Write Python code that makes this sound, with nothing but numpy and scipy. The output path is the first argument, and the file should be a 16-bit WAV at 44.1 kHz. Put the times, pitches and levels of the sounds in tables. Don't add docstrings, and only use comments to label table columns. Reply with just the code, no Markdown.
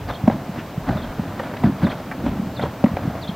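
import sys
import numpy as np
from scipy import signal
from scipy.fft import rfft, irfft
from scipy.io import wavfile
from scipy.ndimage import uniform_filter1d

SR = 44100
rng = np.random.default_rng(int(sys.argv[2]) if len(sys.argv) > 2 else 0)


def store_wav(level_fs):
    pcm = np.round(np.clip(np.atleast_2d(level_fs), -1, 1) * 32767)
    wavfile.write(sys.argv[1], SR, pcm.T.astype(np.int16))


N = 147735
TIME = np.arange(N) / SR
GRAINS_PER_S, GRAIN_SPREAD_DB = 3800, 2


def from_db(db):
    return 10 ** (np.asarray(db) / 20)


def rms_one(x):
    return x / np.sqrt(np.mean(x ** 2) + 1e-20)


def at_hz(points, hz):
    point_hz, values = np.transpose(points)
    return np.interp(np.log(hz + 1), np.log(point_hz), values)


def colour(x, spectrum):
    size = 4096
    hz = np.arange(size // 2 + 1) * SR / size + 1
    octaves_below = np.maximum(np.log2(spectrum[0][0] / hz), 0)
    octaves_above = np.maximum(np.log2(hz / spectrum[-1][0]), 0)
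    level_db = at_hz(spectrum, hz) - 20 * (octaves_below + octaves_above)
    cepstrum = irfft(np.log(from_db(level_db)))
    cepstrum[1:size // 2] *= 2
    cepstrum[size // 2 + 1:] = 0
    response = irfft(np.exp(rfft(cepstrum)))
    return signal.fftconvolve(x, response / np.linalg.norm(response))[:N]


def low_pass(x, cutoff_hz):
    return signal.sosfilt(signal.butter(2, cutoff_hz, fs=SR, output="sos"), x)


def grains(per_s, spread_db):
    size_db = spread_db * np.minimum(rng.exponential(1, N), 4)
    sizes = from_db(size_db) * rng.choice([-1, 1], N)
    return rms_one(sizes * (rng.random(N) < per_s / SR))


def add(out, start_s, sound):
    i = max(int(start_s * SR), 0)
    out[i:i + len(sound)] += sound[:N - i]


def background():
    # hz, relative_db_per_hz
    air_spectrum = [(40, 1.5), (100, 9), (250, 8.5), (400, 2), (700, 4), (1500, -6.5), (3000, -15),
                    (5000, -23), (9000, -32.5)]
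    # hz, relative_db_per_hz
    hiss_spectrum = [(500, -30), (2000, 2), (4500, 3), (7000, 0.5), (10000, -4.5), (12000, -2),
                     (14500, 3.5), (16000, -1.5)]
    # hz, correlation (0 to 1)
    likeness = [(1000, 1), (8000, 0.055), (11000, 0.1), (14000, .65)]
    air_db, hiss_db = -33.5, -51
    air, mid, side = rng.standard_normal((3, N))
    alike = at_hz(likeness, np.fft.rfftfreq(N, 1 / SR))
    mid = irfft(rfft(colour(mid, hiss_spectrum)) * np.sqrt((1 + alike) / 2), N)
    side = irfft(rfft(colour(side, hiss_spectrum)) * np.sqrt((1 - alike) / 2), N)
    hiss = np.array([mid + side, mid - side])
    return from_db(air_db) * colour(air, air_spectrum) + from_db(hiss_db) * hiss


def rumble():
    # peak_s, level_db
    swells = [(.02, -23), (.90, -33), (1.10, -32), (2.279, -29)]
    # hz, relative_db_per_hz
    spectrum = [(30, -19), (45, 5.5), (70, -1), (105, -0.5), (160, -14.5)]
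    half_gain_s = 0.038
    peak_s, level_db = np.transpose(swells)[:, :, None]
    level = (from_db(level_db) / (1 + ((TIME - peak_s) / half_gain_s) ** 2)).sum(axis=0)
    return level * colour(rng.standard_normal(N), spectrum)


def bird():
    # start_s, level_db
    chirps = [(0.075, -36), (.954, -38), (1.83, -35.5), (2.55, -33), (3.211, -31.5)]
    # time_from_start_s, pitch_hz, relative_level_db
    shape = [(0, 3490, -20), (0.009, 4910, -15.5), (.019, 3880, -5.5), (0.035, 3420, -5),
             (0.041, 3730, -7.5), (.052, 2920, -29), (0.066, 3280, -3.5), (0.069, 3560, -3.5),
             (.075, 4420, -7), (0.082, 3220, -2), (.088, 3180, -6.5), (.095, 3660, -24)]
    flutter_share = 0.02
    wet_db, tail_t60_s = -5, 0.13
    shape_s, pitch_hz, shape_db = np.transpose(shape)
    out, t = np.zeros(N), TIME[:int(shape_s[-1] * SR)]
    for start_s, level_db in chirps:
        wander = rms_one(uniform_filter1d(rng.standard_normal(len(t)), size=30))
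        hz = np.interp(t, shape_s, pitch_hz) * (1 + flutter_share * wander)
        level = from_db(level_db + np.interp(t, shape_s, shape_db))
        add(out, start_s, level * np.sin(2 * np.pi * np.cumsum(hz) / SR))
    tail = rng.standard_normal(SR // 2) * from_db(-60 * TIME[:SR // 2] / tail_t60_s)
    wet = signal.fftconvolve(out, tail / np.linalg.norm(tail))[:N]
    return out + from_db(wet_db) * wet


def sand():
    # hardest_push_s, rise_time_constant_s, fall_time_constant_s, relative_spray_db, relative_soil_db
    scuffs = [(0.097, 0.015, 0.035, -29, -34), (.31, 0.059, 0.064, -34, -26.5),
              (0.586, 0.048, 0.01, -35, -32.5), (0.892, 0.023, 0.045, -26.5, -23),
              (0.954, 0.045, 0.24, -34, -35.5), (1.205, 0.012, 0.13, -39, -33.5),
              (1.41, 0.13, 0.36, -36, -41), (1.661, 0.03, 0.048, -31.5, -22),
              (1.831, 0.02, 0.054, -26.5, -23), (1.929, 0.025, 0.083, -33, -39.5),
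              (2.286, 0.13, 0.18, -38, -29), (2.64, 0.05, 0.049, -33.5, -29),
              (2.88, 0.061, 0.056, -36.5, -38), (3.047, 0.14, 0.17, -35, -32)]
    # hz, relative_db_per_hz
    spray_spectrum = [(250, -18), (400, -10.5), (600, 7.5), (900, 0), (1500, -2.5), (2500, -16.5),
                      (4000, -19.5), (7000, -37), (14000, -43)]
    # hz, relative_db_per_hz
    soil_spectrum = [(50, -14), (90, -0.5), (170, -1.5), (270, -1), (370, -11.5), (600, -33.5)]
    spray_gain_db, soil_gain_db = 0.5, 5
    clump_s, patchy_db = 0.013, 2.5
    clods_per_s, clod_spread_db = 600, 1.63
    peak_s, rise_s, fall_s, spray_db, soil_db = np.transpose(scuffs)[:, :, None]
    distance = np.maximum((peak_s - TIME) / rise_s, (TIME - peak_s) / fall_s)
    push = np.exp(-np.minimum(distance, 20))
    spray_level = np.linalg.norm(push * from_db(spray_db), axis=0)
    soil_level = np.linalg.norm(push * from_db(soil_db), axis=0)
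    clumps = rms_one(uniform_filter1d(rng.standard_normal(N), int(clump_s * SR)))
    spray_level = spray_level * from_db(spray_gain_db + patchy_db * clumps)
    spray = colour(grains(GRAINS_PER_S, GRAIN_SPREAD_DB) * spray_level, spray_spectrum)
    clods = grains(clods_per_s, clod_spread_db)
    soil = colour(clods * soil_level * from_db(soil_gain_db), soil_spectrum)
    return spray + soil


def knocks():
    # start_s, relative_knock_db, relative_crunch_db
    contacts = [(0.098, -19.5, -22), (.276, -10, -23), (.279, -2, -31), (.300, -5.5, -23), (0.89, -15, -21),
                (1.185, -20, -31.5), (1.398, -15, -21.5), (1.538, -17.5, -25.5), (1.637, -8, -19.5),
                (1.641, -11.5, -31), (1.8682, -13, -16), (2.114, -23, -18), (2.12, -32, -25),
                (2.207, -24, -32), (2.264, -13, -26), (2.595, -13.5, -19.5), (2.637, -9, -20),
                (2.656, -19, -22.5), (2.8399, -1.5, -24.5), (2.859, -28, -21), (2.97, -11.5, -36),
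                (3.153, -15, -27.5)]
    # pitch_hz, relative_level_db, t60_s
    hoof_modes = [(542, -2, 0.041), (722, -1, 0.029)]
    # hz, relative_db_per_hz
    crunch_spectrum = [(400, -10), (900, 8.5), (1500, 1), (2200, -3), (3300, -23), (6000, -31),
                       (14000, -39)]
    knock_gain_db, crunch_gain_db, crunch_t60_s = -5.5, -4.5, 0.047
    level_sd_db, pitch_sd_share = 2.5, 0.11
    out, crush, t = np.zeros(N), np.zeros(N), TIME[:SR // 10]
    pitch_hz, mode_db, t60_s = np.transpose(hoof_modes)[:, :, None]
    for start_s, knock_db, crunch_db in contacts:
        level_chance, pitch_chance = rng.standard_normal((2, len(pitch_hz), 1))
        hz = pitch_hz * (1 + pitch_sd_share * pitch_chance)
        level = from_db(mode_db + level_sd_db * level_chance - 60 * t / t60_s)
        ring = (level * np.sin(2 * np.pi * hz * t)).sum(axis=0)
        add(out, start_s, -from_db(knock_db + knock_gain_db) * ring)
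        add(crush, start_s, from_db(crunch_db + crunch_gain_db - 60 * t / crunch_t60_s))
    return out + colour(crush * rng.standard_normal(N), crunch_spectrum)


def thuds():
    # start_s, level_db, settled_pitch_hz
    loads = [(.237, -10, 131), (0.2763, 0, 221), (0.301, -21, 231), (0.348, -15.5, 230), (.491, -17, 184),
             (0.7768, -13.5, 153), (0.901, -17.5, 201), (.953, -14, 177.8), (1.041, -21.5, 245),
             (1.193, -11.5, 192), (1.641, -3.5, 208), (1.649, -6.5, 170), (1.67, -7.5, 201),
             (1.694, -10, 222), (1.829, -8.5, 188), (1.846, -12, 204.4), (2.261, -13, 258),
             (2.395, -13, 197), (2.421, -18.5, 193), (2.469, -17.5, 164), (2.841, -0.5, 217),
             (2.866, -10.5, 230), (2.914, -16, 184), (2.936, -16, 107), (3.051, -15.5, 230),
             (3.074, -12.5, 157), (3.29, -15, 190)]
    rise_s, sag_share = 0.00509, 0.047
    weight_hz, weight_db, weight_rise_s = 116, -21.5, 0.0094
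    out, t = np.zeros(N), TIME[:SR // 6]
    u, v = t / rise_s, t / weight_rise_s
    swell = (u * np.exp(1 - u)) ** 2
    weight_swell = from_db(weight_db) * (v * np.exp(1 - v)) ** 2
    weight = weight_swell * np.sin(2 * np.pi * weight_hz * t)
    for start_s, level_db, hz in loads:
        cycles = hz * rise_s * (u - 1 + sag_share * (np.exp(-1) - np.exp(-u)))
        add(out, start_s, from_db(level_db) * (weight - swell * np.cos(2 * np.pi * cycles)))
    return out


def scrapes():
    # middle_s, half_length_s (to 1/e), level_db, pitch_hz
    rasps = [(.597, 0.019, -38, 1860), (1.398, .004, -26.5, 1590), (1.459, 0.0045, -38, 1650),
             (1.573, 0.0056, -33.5, 2000), (1.921, 0.0093, -33.5, 2060), (2.282, 0.036, -43.5, 2520),
             (2.844, 0.0015, -28, 1900), (2.971, 0.0054, -32, 1740)]
    q = 3
    out, grit = np.zeros(N), grains(GRAINS_PER_S, GRAIN_SPREAD_DB)
    for middle_s, half_s, level_db, hz in rasps:
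        rasp = signal.lfilter(*signal.iirpeak(hz, q, fs=SR), grit)
        rasp = rms_one(low_pass(rasp, 2 * hz))
        out += from_db(level_db) * np.exp(-((TIME - middle_s) / half_s) ** 2) * rasp
    return out


def wall_echo(horse):
    delay_s, level_db, cutoff_hz = 0.022, -15.5, 2480
    delayed = np.interp(TIME - delay_s, TIME, horse, left=0)
    return from_db(level_db) * low_pass(delayed, cutoff_hz)


def scene():
    horse = sand() + knocks() + thuds() + scrapes()
    return background() + rumble() + bird() + horse + wall_echo(horse)


def record(dry):
    cutoff_hz, ripple_db, stop_db = 15800, 0.1, 80
    clipped = dry / (1 + dry ** 8) ** (1 / 8)
    top_cut = signal.ellip(12, ripple_db, stop_db, cutoff_hz, fs=SR, output="sos")
    return signal.sosfilt(top_cut, clipped)


dry = scene()
out = record(dry)
store_wav(out)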